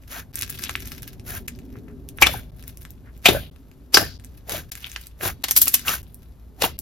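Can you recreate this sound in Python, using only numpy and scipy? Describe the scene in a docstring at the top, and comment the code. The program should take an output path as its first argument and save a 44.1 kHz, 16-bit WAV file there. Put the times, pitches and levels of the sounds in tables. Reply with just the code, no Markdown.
"""In a small room, fingers knead a tub of thick slime close to a pair of microphone ports.
Each push squeezes air out: random tiny snaps pass through resonances as a gurgle, a squelch and a fizz.
Trapped pockets burst in short ringing tones and sprays of snaps, and small bubbles click and crackle.
Short grainy swells and dull thuds join in, over a rumble, a drone, a low hum and quiet room air."""
import sys
import numpy as np
from scipy import signal
from scipy.fft import rfft, irfft, next_fast_len
from scipy.io import wavfile
from scipy.ndimage import uniform_filter1d

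SR = 44100
rng = np.random.default_rng(int(sys.argv[2]) if len(sys.argv) > 2 else 0)


def master_out(mix):
    """Clip the mix to full scale and print it as 16-bit PCM to the path in sys.argv[1]."""
    frames = np.transpose(np.atleast_2d(mix))
    ceiling = np.clip(frames, -1, 1)
    pcm = np.round(ceiling * 32767).astype(np.int16)
    wavfile.write(sys.argv[1], SR, pcm)


N = 300321
TIME = np.arange(N) / SR  # seconds


def amp(db):
    """Turns decibels into a gain."""
    return 10 ** (np.asarray(db) / 20)


def unit(x):
    """Scales a sound to rms 1."""
    return x / np.sqrt(np.mean(x ** 2) + 1e-20)


def read(points, hz):
    """Reads a table between its points, on a logarithmic frequency axis."""
    table_hz, value = np.transpose(points)
    return np.interp(np.log(hz + 1), np.log(table_hz + 1), value)


def add(mix, start_s, sound):
    """Mixes a sound in at a start time."""
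    part = mix[..., max(round(start_s * SR), 0):][..., :sound.shape[-1]]
    part += sound[..., :part.shape[-1]]


def colour(x, spectrum, tilt=0, size=4096):
    """Filters with a spectrum, tilted in dB per octave; the filter has unit energy and never rings early."""
    hz = abs(np.fft.fftfreq(size, 1 / SR))
    gain_db = read(spectrum, hz) + tilt * np.log2(1 + hz / 500)
    log_gain = np.log(amp(gain_db))
    # the Hilbert transform finds the phase that lets the filter respond as early as possible
    response = np.exp(np.conj(signal.hilbert(log_gain)))
    taps = np.fft.ifft(response).real[:size // 2]
    taps = taps / np.linalg.norm(taps)
    return signal.oaconvolve(x, taps[None], axes=1)[:, :x.shape[1]]


def pair(z, spread):
    """Makes left and right from a shared signal z[0] and a share of an opposed one z[1]."""
    left, right = z[0] + spread * z[1], z[0] - spread * z[1]
    return np.array([left, right]) / np.sqrt(1 + spread ** 2)


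def wander(count, hz):
    """Smooth random curve of rms 1 that moves at up to about hz."""
    size = next_fast_len(count)
    f = np.fft.rfftfreq(size, 1 / SR)
    smooth = rfft(rng.standard_normal(size)) * np.exp(-(f / hz) ** 2)
    return unit(irfft(smooth, size)[:count])


def grains(count, per_s, size_db, spread):
    """A random train of tiny snaps, few large and many small, each from its own direction."""
    chance, size, sign, side = rng.random((4, count))
    happens = chance < per_s / SR
    loudness = amp(size_db * np.minimum(-np.log(size + 1e-9), 4))
    train = happens * np.sign(sign - .5) * loudness
    return unit(pair([train, train * np.cos(2 * np.pi * side)], spread))


def resonate(x, hz, width):
    """Shifts the pitch hz down to zero, smooths twice and shifts back: a resonance that can move."""
    turn = np.exp(2j * np.pi * np.cumsum(hz) / SR)
    r = np.exp(-np.pi * width / SR)
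    smooth = signal.lfilter([(1 - r) ** 2], [1, -2 * r, r * r], x / turn)
    return unit((turn * smooth).real)


def cavities(x, modes, drift, flutter_db, flutter_hz):
    """Soft cavities that change shape: each resonance drifts and swells on its own."""
    total = 0
    for hz, width, db in modes:
        swell = amp(db + flutter_db * wander(N, flutter_hz))
        pitch = hz * (1 + drift * wander(N, flutter_hz / 3))
        total = total + swell * resonate(x, pitch, width)
    return unit(total)


def gesture(start, end, rise_db_per_s, fall_db_per_s, sag_db_per_s=0):
    """Gain of one hand move: it builds up to start, holds or sags, and falls faster after end."""
    early, since, late = np.maximum([start - TIME, TIME - start, TIME - end], 0)
    drop_db = rise_db_per_s * early + sag_db_per_s * since + fall_db_per_s * late
    return amp(-np.minimum(drop_db, 200))


# spectrum of the quiet room air: (frequency_hz, strength_db)
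AIR_SPECTRUM = [(20, -8.5), (50, 2), (80, -3.5), (300, -20.5), (700, -27.5), (1200, -31), (2300, -39.5),
                (3500, -40), (6000, -44.5), (12500, -38), (16000, -58)]


def ambience(hum_hz=57.8, hum_db=-44, air_db=-50):
    """Room air is filtered noise; the low hum is a sine whose phase and level waver."""
    phase = 2 * np.pi * hum_hz * TIME + 0.55 * wander(N, 1.7)
    hum = np.sin(phase) * (1 + .35 * wander(N, 7.3))
    air = colour(pair(rng.standard_normal((2, N)), 0.33), AIR_SPECTRUM)
    return amp(hum_db) * hum + amp(air_db) * air


# spectrum of the rumbling tub: (frequency_hz, strength_db)
RUMBLE_SPECTRUM = [(20, -12.5), (45, 0.5), (90, 3.5), (150, -2), (200, -9), (300, -14), (450, -20),
                   (700, -23), (1200, -43), (4000, -70.5)]
# resonances of the low drone: (pitch_hz, width_hz, level_db)
DRONE_RESONANCES = [(252.6, 57, -2.5), (380.3, 45, -10)]
# rumble between shoves: (time_s, level_db)
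RUMBLE_CURVE = [(0, -50.5), (.55, -41.5), (1.75, -42.5), (2.7, -44.5), (3.65, -52.5), (4.4, -47),
                (5.1, -54), (5.6, -47.5), (6.35, -52), (6.81, -44.5)]
# how the drone comes and goes: (time_s, level_db)
DRONE_CURVE = [(0, -59), (.7, -47), (1.35, -48.5), (1.75, -41.5), (2.2, -49.5), (2.5, -57), (4, -54),
               (5.1, -66.5), (5.62, -50), (6.4, -61), (6.81, -57)]
PRESS_DB_PER_S = 700.5  # how fast the push builds, in air flow and in shove
SHOVE_LAG_S, SHOVE_RELEASE_DB_PER_S = 0.0087, 150.5  # the heavy mass follows late and settles slowly


def rumble():
    """The held tub rumbles as low noise, more with each shove; resonances in noise make a drone."""
    force = amp(np.interp(TIME, *np.transpose(RUMBLE_CURVE)))
    for start, hold, *_, shove_db in FINGER_PUSHES:
        late = start + SHOVE_LAG_S
        force += amp(shove_db) * gesture(late, late + hold, PRESS_DB_PER_S, SHOVE_RELEASE_DB_PER_S)
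    shoves = colour(pair(rng.standard_normal((2, N)), 0.39), RUMBLE_SPECTRUM)
    drone_noise = pair(rng.standard_normal((2, N)), 0.17)
    drone = cavities(drone_noise, DRONE_RESONANCES, drift=0.04, flutter_db=2.0, flutter_hz=14)
    return shoves * force + drone * amp(np.interp(TIME, *np.transpose(DRONE_CURVE)))


# pulls on the sticky surface: (start_s, end_s, crackle_db, sizzle_db, slackening_db_per_s)
SURFACE_PULLS = [(0, .04, -65, -69, 5.5), (0.382, 1.095, -38.5, -42.5, 16.5),
                 (1.474, 1.97, -59.5, -72.5, 44), (2.178, 2.28, -62.5, -51, 10),
                 (2.594, 2.906, -60, -57.5, 9.5), (3.171, 3.352, -62, -62, 1.5),
                 (4.243, 4.399, -60.5, -65.5, 55.5), (4.75, 5.052, -48.5, -51.5, 13),
                 (5.45, 5.55, -50.5, -65, 8), (5.592, 5.787, -37, -30.5, 9), (5.968, 6.302, -67, -58.5, 27)]
# spectrum of the tiny ticks: (frequency_hz, strength_db)
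CRACKLE_SPECTRUM = [(100, -28.5), (900, -14), (1600, 2.5), (2600, 0), (4000, -2), (6000, -1), (9000, -11.5),
                    (12500, 3), (14500, -7.5), (17000, -16.5)]
# spectrum of a single snap, also used by the clicks: (frequency_hz, strength_db)
SNAP_SPECTRUM = [(100, -23.5), (800, -11), (1800, 5.5), (4000, -2), (7000, 0.5), (12500, -0.5),
                 (15000, -14), (17000, -9)]
# spectrum of the sizzle, also used by the fizz of the pushes: (frequency_hz, strength_db)
FIZZ_SPECTRUM = [(100, -57.5), (5000, -26.5), (8000, -11.5), (10000, 5), (12500, 1), (15000, -6),
                 (17000, -13)]
# resonances of the wet gaps, also used by the pushes: (pitch_hz, width_hz, level_db)
WET_GAPS = [(1550, 360, 0.5), (3300, 2800, -0.5), (5800, 3300, -6.5)]
GRIP_DB_PER_S, LET_GO_DB_PER_S = 419.5, 241  # rise before a pull, extra fall after it
REST_CRACKLE_DB, REST_SIZZLE_DB = -72, -79.5  # the foam settling by itself


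def crackle(wet_db=-7, clump_db=6.5, stray_db=-8):
    """The stretched surface lets go of the skin in clumps of ticks, wet rings, stray snaps and sizzle."""
    gains = amp([[REST_CRACKLE_DB], [REST_SIZZLE_DB]]) * np.ones(N)
    for start, end, crackle_db, sizzle_db, slackening in SURFACE_PULLS:
        pull = gesture(start, end, GRIP_DB_PER_S, LET_GO_DB_PER_S, slackening)
        gains += amp([[crackle_db], [sizzle_db]]) * pull
    clumps = amp(clump_db * wander(N, 50))
    ticks = unit(colour(grains(N, per_s=600, size_db=4.5, spread=.6) * clumps, CRACKLE_SPECTRUM))
    wet_snaps = grains(N, per_s=400, size_db=0.5, spread=0.7)
    wet = cavities(wet_snaps, WET_GAPS[1:], drift=.2, flutter_db=7.5, flutter_hz=80)
    stray = colour(grains(N, per_s=45, size_db=2.5, spread=.6), SNAP_SPECTRUM, tilt=2)
    sizzle = unit(colour(grains(N, per_s=1000, size_db=4.5, spread=0.31) * clumps, FIZZ_SPECTRUM))
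    coarse = unit(ticks + amp(wet_db) * wet + amp(stray_db) * stray)
    return coarse * gains[0] + sizzle * gains[1]


# bubble snaps that stand out: (start_s, level_db averaged over one millisecond, tilt_db_per_octave)
BUBBLE_CLICKS = [(.0362, -48, 0), (.3565, -17, 9.5), (.391, -21, 7.5), (.4122, -20, 6), (.4224, -16.5, 3.5),
                 (.4307, -21.5, 0), (.4981, -22.5, 4), (.5025, -9.5, 22), (.6368, -22.5, 0),
                 (.6391, -18, 0.5), (.6947, -17.5, -3.5), (.7591, -27.5, 2), (.8046, -31.5, 3),
                 (.8751, -27.5, 10.5), (0.8236, -33.5, -5), (0.857, -33, 4), (.9188, -28, -3),
                 (1.0222, -33, 5), (1.0782, -32.5, 5.5), (1.197, -39, -1), (1.4824, -21.5, -1.8),
                 (1.5898, -40, -1), (1.7563, -37.5, -19.5), (1.8821, -38.5, -21), (2.0889, -28, 4.5),
                 (2.1859, -27, -11.5), (2.6262, -39.5, -1), (2.6386, -40, -3), (2.6792, -20, 17.5),
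                 (2.7729, -31.5, 10), (2.8295, -37.5, 13), (2.8514, -32, -4.5), (2.906, -30.5, 11),
                 (3.177, -44.5, 7), (3.5617, -45, -3), (3.7147, -46.5, -5), (4.198, -41.5, -0.5),
                 (4.247, -32.5, 5), (4.4953, -20.5, 2), (4.7537, -27.5, 2), (4.9169, -28, 5.5),
                 (4.9624, -23, -8), (5.0133, -29, 14), (5.0696, -27.5, 8), (5.2106, -27, -7.5),
                 (5.5105, -5, 8), (5.6573, -9, 18.5), (5.6808, -7.5, 7), (6.0305, -38, 9),
                 (6.1448, -21, 14.5), (6.79, -15.5, 13.5)]


def clicks(spit=0.92):
    """A small bubble snaps as one impulse and spits a brief burst of noise, each with its own brightness."""
    out, t = np.zeros((2, N)), TIME[:SR // 40]
    fade = np.exp(-t / .0004)
    for start, db, tilt in BUBBLE_CLICKS:
        spray = pair(rng.standard_normal((2, len(t))), 0.41) * fade
        snap = colour((t == 0) + spit * spray, SNAP_SPECTRUM, tilt)
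        add(out, start, amp(db) * snap / np.linalg.norm(snap[0]))
    return out * np.sqrt(SR / 1000)  # energy of one millisecond


# pushes of the fingers, start being full pressure:
# (start_s, hold_s, release_db_per_s, gurgle_db, squelch_db, fizz_db, shove_db)
FINGER_PUSHES = [(0.115, 0.082, 520, -45.5, -39.5, -40, -59), (1.279, 0.094, 510, -45, -39, -36, -46),
                 (2.283, 0.071, 254, -35.5, -39.5, -37, -40), (3.294, 0.056, 227, -24, -38.5, -32.5, -29.5),
                 (3.987, 0.023, 270, -25.5, -29, -29.5, -32), (4.503, 0.081, 378, -32, -34, -35, -43),
                 (5.235, 0.049, 520, -31, -28, -27, -39), (5.878, 0.06, 421, -40, -25, -25.5, -43),
                 (6.634, 0.021, 447, -25, -26.5, -26, -39)]
# resonances of the gurgle: (pitch_hz, width_hz, level_db)
GURGLE_RESONANCES = [(430, 250, -0.77), (663, 210, -0.23)]
# spectrum of the rasp in the squelch: (frequency_hz, strength_db)
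SQUELCH_SPECTRUM = [(100, -19.5), (600, -7.5), (1100, -4), (2200, -1.5), (4500, -8), (7000, -3.5),
                    (9500, -25), (16000, -39.5)]
GURGLE_SAG_DB_PER_S = 90.5  # the large gaps close first


def pushes(flutter_db=1.5, gaps_db=-6, rasp_db=-3):
    """Air sputters through wet gaps beside the fingers: a gurgle, a squelch and a fine fizz on top."""
    gains = np.zeros((3, N))
    for start, hold, release, gurgle_db, squelch_db, fizz_db, _ in FINGER_PUSHES:
        end = start + hold
        flow = gesture(start, end, PRESS_DB_PER_S, release)
        sagging_flow = gesture(start, end, PRESS_DB_PER_S, release, GURGLE_SAG_DB_PER_S)
        gains[0] += amp(gurgle_db) * sagging_flow
        gains[1:] += amp([[squelch_db], [fizz_db]]) * flow
    sputter = grains(N, per_s=2800, size_db=5.0, spread=.55)
    gurgle = cavities(sputter, GURGLE_RESONANCES, drift=.12, flutter_db=5, flutter_hz=60)
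    gaps = cavities(sputter, WET_GAPS, drift=0.079, flutter_db=3.5, flutter_hz=49.7)
    rasp = colour(grains(N, per_s=3500, size_db=2.5, spread=0.38), SQUELCH_SPECTRUM)
    squelch = amp(gaps_db) * gaps + amp(rasp_db) * rasp
    fizz = colour(grains(N, per_s=15000, size_db=5.5, spread=0.08), FIZZ_SPECTRUM)
    flutter = amp(flutter_db * wander(N, 110))
    return (gurgle * gains[0] + squelch * gains[1] + fizz * gains[2]) * flutter


# short grainy swells: soft squishes, and the tub's hollow ring after the big bursts;
# each lasts from length_s before the middle to length_s after:
# (middle_s, level_db, pitch_hz, width_hz, length_s)
GRAINY_SWELLS = [(0.165, -40.5, 1600, 1300, .08), (.663, -34.5, 3000, 1800, .027),
                 (1.761, -57.5, 2000, 1200, .04), (1.898, -59, 1570, 1000, .046),
                 (2.366, -43.5, 1550, 250, .06), (3.08, -56.5, 1670, 1003, .053),
                 (3.366, -36, 1550, 250, .05), (3.421, -48.5, 3200, 1410, .11),
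                 (4.034, -37, 1720, 335, .05), (4.1, -55, 1525, 230, .06), (4.108, -49, 4720, 2480, .11),
                 (4.854, -40, 2660, 2440, .054), (5.294, -30.5, 1700, 1500, .019),
                 (6.644, -22, 3460, 1460, .02)]


def swells(spread=0.846):
    """Tiny snaps through one resonance swell and fade: a soft squish, or the tub's hollow ring."""
    out = np.zeros((2, N))
    for middle, db, hz, width, length in GRAINY_SWELLS:
        count = round(2 * length * SR)
        snaps = grains(count, per_s=1000, size_db=2, spread=spread)
        rasp = resonate(snaps, np.full(count, hz), width)
        add(out, middle - length, amp(db) * rasp * np.hanning(count))
    return out


def pocket_tone(db, hz, decay, rise, rough=0.28, waver=.1, attack=0.00017):
    """One tone of a cavity whose wall gives way; the flapping opening shakes pitch and level."""
    t = TIME[:4096]
    climb = 2 ** (rise * (1 - np.exp(-t / (2 * decay))))
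    pitch = hz * climb * (1 + waver * wander(len(t), hz / 3))
    ring = np.sin(2 * np.pi * np.cumsum(pitch) / SR) * (1 + rough * wander(len(t), hz / 4))
    ring *= np.exp(-t / decay) * (1 - np.exp(-t / attack))
    # a small opening radiates little below its own pitch
    return amp(db) * signal.lfilter(*signal.butter(2, hz / 2, "high", fs=SR), ring)


# ringing tones of bursting air pockets, several to a large burst:
# (start_s, level_db before shaping, pitch_hz at the start, decay_s)
POCKET_TONES = [(.692, -11, 2600, 0.00031), (.754, 3.5, 2220, 0.00023), (2.2207, -0.5, 910, 0.0016),
                (2.2224, 1.5, 2258, 0.011), (2.228, -3, 2514, 0.0055), (2.269, -2, 3190, 0.0019),
                (2.340, -22.5, 755, 0.0076), (3.2573, 0.5, 2438, 0.0082), (3.257, -10.5, 692, 0.009),
                (3.2575, -3.5, 3266, 0.012), (3.285, -8.5, 3410, .008), (3.2865, -5.5, 750, 0.0032),
                (3.288, -2.5, 408, .0052), (3.348, -13.5, 575, 0.0076), (3.943, -2, 4910, 0.014),
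                (3.944, -8.5, 400, 0.0045), (3.9712, -0.5, 1550, .0035), (3.972, -11, 840, 0.0042),
                (3.9727, -6.5, 420, 0.0051), (4.8442, -9, 2940, 0.00055), (4.961, -5.5, 2510, 0.00044),
                (5.881, -9, 2750, .004), (6.623, -9, 625, 0.0027), (6.6397, -20.5, 430, 0.009),
                (6.641, -13.5, 850, 0.0045), (6.641, -14.5, 2900, 0.0064)]
POCKET_RISE_OCTAVES = 0.12  # a cavity shrinks as it empties, so its pitch climbs


def pockets(spread=0.45):
    """Bursting air pockets ring, several tones to a large burst, each tone with its own direction."""
    out = np.zeros((2, N))
    for start, db, hz, decay in POCKET_TONES:
        front, side = (pocket_tone(db, hz, decay, POCKET_RISE_OCTAVES) for _ in range(2))
        direction = np.cos(2 * np.pi * rng.random())
        add(out, start, pair([front, direction * side], spread))
    return out


# films tearing in a spray of tiny snaps: (start_s, level_db, decay_s, tilt_db_per_octave)
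FILM_TEARS = [(1.479, -27, 0.0056, 5), (2.214, -16, 0.0071, 5), (2.2225, -3, .007, -3),
              (2.2643, -13.5, 0.0063, -3), (2.269, -9, 0.0044, -4.5), (3.2562, -5.5, 0.01087, -2),
              (3.286, -10, 0.01, -3), (3.9425, -5, 0.0094, 0), (3.9705, -4, .006, -2.5),
              (4.52, -19, 0.0059, 0.5), (4.7175, -22.5, 0.0063, 3), (5.2443, -36, 0.0069, 11),
              (5.2509, -20.5, .009, -5.5), (5.439, -13.5, 0.0065, -0.5), (5.483, -22.5, 0.011, -0.5),
              (5.51, -14, 0.0067, 3.5), (5.5631, -5.5, 0.011, 5.5), (5.572, -3.5, .007, 14.5),
              (5.5867, -6.5, .002, 11), (5.6157, -2, 0.0098, 10), (5.672, -18.5, .005, -1.5),
              (5.6807, -9, 0.0053, 13), (5.741, -2.5, 0.007, 5), (5.881, -18, 0.0088, -1),
              (6.621, -4, 0.00213, -2), (6.640, -19, 0.0075, -6)]
# spectrum of the spray: (frequency_hz, strength_db)
TEAR_SPECTRUM = [(60, -13), (300, -7), (1200, -1.5), (3000, 0), (6000, -1), (9000, -2.5), (12500, -0.5),
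                 (14500, -9.5), (17000, -18)]


def tears(edge=.0004, lead_db=-17, lead=0.0059):
    """A spray of many tiny snaps within a few milliseconds, with a faint short rise before it."""
    out, t = np.zeros((2, N)), TIME[:SR // 8] - TIME[SR // 50]  # zero is the start of the spray
    for start, db, decay, tilt in FILM_TEARS:
        faint_rise = amp(lead_db) * np.exp(-abs(t) / lead)
        burst = np.exp(-abs(t) / decay) * (1 - np.exp(-abs(t) / edge))
        swell = np.where(t < 0, faint_rise, burst)
        spray = grains(len(t), per_s=15000, size_db=4.5, spread=0.63) * swell
        add(out, start + t[0], amp(db) * colour(spray, TEAR_SPECTRUM, tilt))
    return out


# the mass of slime shoved against the tub: (start_s, level_db before fading, pitch_hz, decay_s)
SLIME_THUDS = [(2.224, -20.5, 63.36, 0.042), (2.27, -29.5, 153.7, 0.0086), (3.288, -20, 140.2, 0.019),
               (3.292, -12, 353.7, 0.0072), (3.324, -24.5, 60, 0.065), (3.989, -24.5, 107.4, 0.041),
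               (5.256, -21.5, 83.4, 0.023), (5.259, -27.5, 372.6, 0.012), (5.31, -19, 75, 0.016),
               (5.985, -23, 78, 0.017), (6.69, -26.5, 72, 0.026)]


def thuds():
    """Dull, quickly damped wobbles of the whole mass: low sines with a wavering pitch."""
    out, t = np.zeros((2, N)), TIME[:SR // 4]
    for start, db, hz, decay in SLIME_THUDS:
        pitch = hz * (1 + 0.048 * wander(len(t), 40))
        wobble = np.sin(2 * np.pi * np.cumsum(pitch) / SR)
        add(out, start, amp(db) * wobble * np.exp(-t / decay) * (1 - np.exp(-t * hz)))
    return out


def reflections(x, t60, delay):
    """Echoes blur into a noise tail whose bands die at their own speeds; it fades in around delay."""
    hz, t, z = signal.stft(rng.standard_normal((2, SR // 2)), SR, nperseg=256)
    # each band falls by 60 dB in its own t60
    decay = np.exp(-np.log(1000) * t / read(t60, hz)[:, None])
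    tail = signal.istft(z * decay, SR)[1]
    fade_in = np.clip(np.arange(tail.shape[1]) / SR / delay - .5, 0, 1)
    tail = pair(tail, 0.67) * fade_in
    return signal.oaconvolve(x, tail / np.linalg.norm(tail[0]), axes=1)[:, :N]


# phase between the two ports: (frequency_hz, left_lead_radians)
LEFT_LEAD = [(20, 0), (380, 0), (780, 1), (1300, .25), (2400, .8), (3000, 1.25), (4000, .3), (5100, .4),
             (5800, -1), (7100, -1.4), (7750, -3.1), (10000, -3.4), (11700, -5.6), (12400, -6.3),
             (16000, -6.3)]
# level between the two ports: (frequency_hz, left_minus_right_db)
LEFT_BALANCE = [(20, -0.5), (500, 1.5), (1300, 4), (2400, 2), (4400, 3.5), (8000, 0.5), (16000, 1)]


def ports(x):
    """The two microphone ports differ in phase and level; each takes half of the difference."""
    size = next_fast_len(N + SR // 10)
    hz = np.fft.rfftfreq(size, 1 / SR)
    half = np.exp(.5j * read(LEFT_LEAD, hz)) * amp(read(LEFT_BALANCE, hz) / 2)
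    return irfft(rfft(x, size) * np.array([half, 1 / half]), size)[:, :N]


# how long the room takes to fall by 60 dB: (frequency_hz, t60_s)
ROOM_DECAY = [(250, 0.23), (700, 0.13), (1700, 0.25), (4500, 0.33), (12000, 0.073)]


def scene():
    """Slime sounds, thrown back at once by tub and table and later by the room."""
    small, large = clicks() + crackle(), pockets() + tears()
    near_send = amp(-5) * small + amp(-11.5) * large
    near = reflections(near_send, [(300, 0.11), (12000, 0.08)], delay=0.0004)
    far_send = amp(-25.0) * small + amp(-18.5) * large
    far = reflections(far_send, ROOM_DECAY, delay=0.0092)
    slime = small + large + pushes() + swells() + thuds()
    return ports(slime + near + far + rumble() + ambience())


# the sound cuts out briefly: (start_s, end_s)
SILENT_BREAKS = [(.320, .329), (1.468, 1.477), (2.508, 2.518), (3.5, 3.512), (4.18, 4.188), (4.701, 4.715),
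                 (5.427, 5.436), (6.020, 6.028), (6.771, 6.780)]
EDGE_HZ = 16100  # little is left above this


def record(dry):
    """The loudest bursts overload the input and flatten; brief dropouts follow, then the treble limit."""
    live = np.ones(N)
    for start, end in SILENT_BREAKS:
        live[round(start * SR):round(end * SR)] = 0
    clipped = np.clip(dry, -1, 1) * uniform_filter1d(live, size=64)  # softened break edges
    lowpass = signal.firwin(255, EDGE_HZ, window=("kaiser", 8), fs=SR)
    return signal.oaconvolve(clipped, lowpass[None], "same")


dry = scene()
out = record(dry)
master_out(out)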